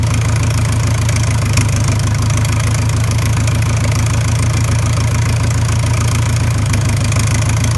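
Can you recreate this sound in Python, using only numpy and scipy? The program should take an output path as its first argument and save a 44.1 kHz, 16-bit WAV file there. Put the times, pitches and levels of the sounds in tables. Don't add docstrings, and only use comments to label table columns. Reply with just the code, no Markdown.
import sys
import numpy as np
from scipy import signal
from scipy.fft import rfft, irfft, next_fast_len
from scipy.io import wavfile
from scipy.ndimage import map_coordinates

SR = 44100
rng = np.random.default_rng(int(sys.argv[2]) if len(sys.argv) > 2 else 0)


def transcribe(u):
    v = np.clip(np.atleast_2d(u).T, -1, 1)
    q = np.round(v * 32767).astype(np.int16)
    wavfile.write(sys.argv[1], SR, q)


N = 342657

# rattle lead in s, rattle level in dB, knock delay after the
# rattle in s, knock level in dB, wall ring in Hz, ring level in dB. Levels are relative.
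CYLINDERS = [(0.0093, 1, 0.0063, 5.5, 1240, -9.5), (0.0095, -2.5, 0.0073, 1.5, 964, -0.5),
             (0.00895, 0.43, 0.00317, 2.5, 617, -2), (0.0089, -1.3, 0.003545, 4, 1053, 1.5)]


def amp(db):
    return 10 ** (np.asarray(db) / 20)


def unit(x):
    return x / np.sqrt(np.mean(x ** 2) + 1e-20)


def wobble(knots_per_s):
    knots = rng.standard_normal(int(N * knots_per_s / SR) + 4)
    coarse = np.arange(0, N, 64)
    return np.interp(np.arange(N), coarse, map_coordinates(knots, [coarse * knots_per_s / SR]))


def filtered(x, response):
    size = next_fast_len(N + SR // 4, real=True)
    return irfft(rfft(x, size) * response(np.fft.rfftfreq(size, 1 / SR)), size)[:N]


def coloured(x, points):
    hz, db = np.transpose(points)
    return filtered(x, lambda f: amp(np.interp(np.log(f + 1), np.log(hz), db)))


def resonance(f, hz, width_hz):
    return 1j * f * width_hz / (hz * hz - f * f + 1j * f * width_hz)


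def casting(drive, modes, vary_db):
    ring = np.zeros(N)
    for k, (hz, width_hz, db) in enumerate(modes):
        share = drive * amp(vary_db * wobble(20))
        ring += (-1) ** k * amp(db) * filtered(share, lambda f: resonance(f, hz, width_hz))
    return unit(ring)


def blows(times_s, levels_db):
    return np.bincount(np.clip(times_s * SR, 0, N - 1).astype(int), amp(levels_db), N)


def contacts(times_s, levels_db, rise_s, tail_s, tail_db, grains_per_s):
    t = np.arange(SR // 10) / SR
    swell = (t / rise_s) ** 2 * np.exp(2 - 2 * t / rise_s)
    chatter = amp(tail_db) * (1 - np.exp(-t / rise_s)) * np.exp(-t / tail_s)
    grains = unit(rng.standard_normal(N) * (rng.random(N) < grains_per_s / SR))
    return signal.fftconvolve(blows(times_s, levels_db), swell + chatter)[:N] * grains


def crank_times(firings, places):
    period_s = N / SR / firings[-1]
    inside = np.clip(places, 0, firings[-1])
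    return np.interp(inside, firings, np.arange(N) / SR) + (places - inside) * period_s


def clack_db(times_s):
    # time in s, extra rattle in dB, extra knock in dB.
    clacks = [(.358, 3, 1.5), (1.087, 3.5, 2.5), (1.57, 8, 6.5), (1.61, 3, -1), (1.878, 5.5, 3.5),
              (2.257, 2, 0), (2.294, 0.5, 2.5), (2.743, 1.5, 0.5), (3.109, 3, -2), (3.477, 1.5, 3.5),
              (4.714, 1.5, 2), (6.733, 7.5, 1.5), (7.155, 1, 2)]
    clack_s, *extra_db = np.transpose(clacks)
    return np.array(extra_db) @ (abs(clack_s[:, None] - times_s) < .018)


def glides(firings, rows, skew, power, scatter_db, detune):
    out = np.zeros(N + 2 * SR)
    cycles = np.arange(-1, firings[-1] / len(CYLINDERS) + 1) * len(CYLINDERS)
    for place, length_s, start_hz, end_hz, db in rows:
        u = np.arange(int(length_s * SR)) / (length_s * SR)
        swell = np.sin(np.pi * u ** skew) ** power
        turns = np.cumsum(start_hz + (end_hz - start_hz) * u) / SR
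        times_s = crank_times(firings, cycles + place)
        chance = rng.standard_normal((len(times_s), 2))
        for start_s, knock_db, (size, pitch) in zip(times_s, clack_db(times_s)[1], chance):
            gain = amp(db + 0.6 * knock_db + scatter_db * size)
            tone = np.sin(2 * np.pi * turns * (1 + detune * pitch))
            out[round((start_s + 1) * SR):][:len(u)] += gain * swell * tone
    return out[SR:][:N]


def exhaust(firings, rpm):
    # place in the cycle in firings, length in s, start in Hz, end in Hz, level in dB.
    strokes = [(-.281, .105, 62.3, 222, -10), (.755, .098, 72.7, 215.6, -8.1),
               (1.775, .083, 75.4, 237.8, -9.4), (2.759, .098, 71.6, 211.5, -8.7)]
    hoot_glides = [(-.287, 0.0441, 184, 287.7, -22), (0.73, 0.0224, 189.6, 253.5, -22),
                   (2.9, 0.045, 243.4, 280.5, -25.5), (3.088, 0.0406, 286, 410.5, -32),
                   (1.009, 0.026, 282, 317, -32), (2.564, 0.0266, 158, 225, -26)]
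    # frequency in Hz, gain in dB.
    mouth = [(15, -25), (29, -18), (46, 10), (56, 2.5), (75, 0), (110, -0.05), (150, 0.5), (195, 0),
             (240, 0.5)]
    sag_fraction = 1 - rpm / np.max(rpm)
    puffs = glides(firings, strokes, skew=.44, power=4.8, scatter_db=.3, detune=.004)
    hoots = glides(firings, hoot_glides, skew=.96, power=.78, scatter_db=.5, detune=.0091)
    return coloured(amp(0.3) * puffs + amp(-0.5 + 29 * sag_fraction) * hoots, mouth)


def churn():
    # frequency in Hz, relative density in dB.
    spectrum = [(20, -11), (45, 4), (110, 1), (170, 9.5), (250, 3), (400, -0.5), (620, 2), (780, -3.5),
                (1000, -1), (1850, -7), (2400, -8.5), (4200, -15), (6600, -15.5), (8000, -19),
                (11500, -23.5)]
    return amp(-28.5 + 1.1 * wobble(60)) * unit(coloured(rng.standard_normal(N), spectrum))


def gear_rattle(times_s, levels_db, valves):
    # frequency in Hz, width in Hz, relative level in dB.
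    case_modes = [(1060, 108, 2.5), (1495, 135, -2.5), (2064, 166, 4), (2473, 152, 2), (3210, 303, -2.5),
                  (4686, 260, -2), (5407, 430, -1.5), (6188, 330, 3.5), (6155, 227, 2.5), (6790, 690, -1.5),
                  (8830, 610, -3.5), (9430, 800, -5.5), (11090, 710, -7)]
    teeth = contacts(times_s, levels_db, rise_s=.0035, tail_s=.008, tail_db=5, grains_per_s=7000)
    return amp(-26.5) * casting(teeth + valves, case_modes, vary_db=1.88)


def block_knock(times_s, levels_db):
    # frequency in Hz, width in Hz, relative level in dB.
    block_modes = [(339, 56, -0.5), (459, 41, 0.5), (574, 36, 5), (653, 67, 0), (962, 33, 3),
                   (1078, 25, -1.5), (1240, 55, 3), (1360, 69, -5), (1500, 81, -0.5), (1712, 36, -2.5),
                   (2290, 290, -4), (2387, 44, 1.5), (2520, 80, -10.5)]
    slaps = contacts(times_s, levels_db, rise_s=.0037, tail_s=.017, tail_db=-5.5, grains_per_s=4000)
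    return amp(-30.5) * casting(slaps, block_modes, vary_db=1.5)


def wall_ring(times_s, levels_db, cylinder):
    walls = np.zeros(N)
    for k, (*_, ring_hz, ring_db) in enumerate(CYLINDERS):
        slaps = blows(times_s[cylinder == k], levels_db[cylinder == k])
        ring = filtered(slaps, lambda f: resonance(f, ring_hz, width_hz=73) ** 2)
        walls += amp(ring_db) * unit(ring)
    return amp(-41) * walls


def valve_ticks(times_s, levels_db):
    return contacts(times_s, levels_db, rise_s=.0008, tail_s=.0067, tail_db=-18, grains_per_s=4000)


def clatter(firings, strain_rpm):
    rattle_db_per_rpm = [.1, 0.044, 0.072, .055]
    knock_db_per_rpm = -0.02
    count = np.arange(1, int(firings[-1]) + 1)
    cylinder = count % len(CYLINDERS)
    at = np.searchsorted(firings, count)
    lead_s, rattle_db, delay_s, knock_db = np.array(CYLINDERS)[cylinder, :4].T
    chance = rng.standard_normal((6, len(count)))
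    wander_db = wobble(3.07)[at]

    rattle_s = crank_times(firings, count) - lead_s + .00036 * chance[0]
    knock_s = rattle_s + delay_s + .00066 * chance[1]
    valve_s = crank_times(firings, count + .474) + .0014 * chance[2]
    extra_rattle_db, extra_knock_db = clack_db(rattle_s)
    rattle_db += np.array(rattle_db_per_rpm)[cylinder] * strain_rpm[at]
    rattle_db += extra_rattle_db + wander_db + .5 * chance[3]
    knock_db += knock_db_per_rpm * strain_rpm[at]
    knock_db += extra_knock_db + .5 * wander_db + .5 * chance[4]

    valves = valve_ticks(valve_s, levels_db=-19.8 + 2 * chance[5])
    gears = gear_rattle(rattle_s, rattle_db, valves)
    return gears + block_knock(knock_s, knock_db) + wall_ring(knock_s, knock_db, cylinder)


def yard(x, rt60_s=0.25):
    t = np.arange(SR // 4) / SR
    tail = rng.standard_normal(len(t)) * amp(-60 * t / rt60_s) * (t > .005)
    return x + amp(-15.5) * signal.fftconvolve(x, tail / np.linalg.norm(tail))[:N]


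def load_sag(t, onset_s=0.1):
    # start in s, sag in rpm, hold in s, recovery in s.
    loads = [(1.355, 43.4, .415, 1.13), (3.735, 27.1, .025, .23), (6.495, 66.2, .345, .95)]
    sag_rpm = np.zeros(N)
    for start_s, depth_rpm, hold_s, recovery_s in loads:
        corners_s = start_s + np.cumsum([0, onset_s, hold_s, recovery_s])
        sag_rpm += depth_rpm * np.interp(t, corners_s, [0, 1, 1, 0])
    return sag_rpm


def strain(sag_rpm, lag_s=0.58):
    pole = np.exp(-1 / (lag_s * SR))
    return signal.lfilter([1 - pole], [1, -pole], sag_rpm)


def scene():
    # time in s, unloaded speed in rpm.
    idle = [(0, 822.2), (3.5, 823.4), (6.5, 843.1)]
    t = np.arange(N) / SR
    sag_rpm = load_sag(t)
    rpm = np.interp(t, *np.transpose(idle)) - sag_rpm
    firings = np.cumsum(2 * rpm / 60) / SR
    return (exhaust(firings, rpm) + yard(clatter(firings, strain(sag_rpm))) + churn())[None]


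def record(dry):
    top_hz = 11850
    rounded = dry[0] / (1 + dry[0] ** 8) ** (1 / 8)
    return filtered(rounded, lambda f: 1 / np.sqrt(1 + (f / top_hz) ** 140))[None]


dry = scene()
out = record(dry)
transcribe(out)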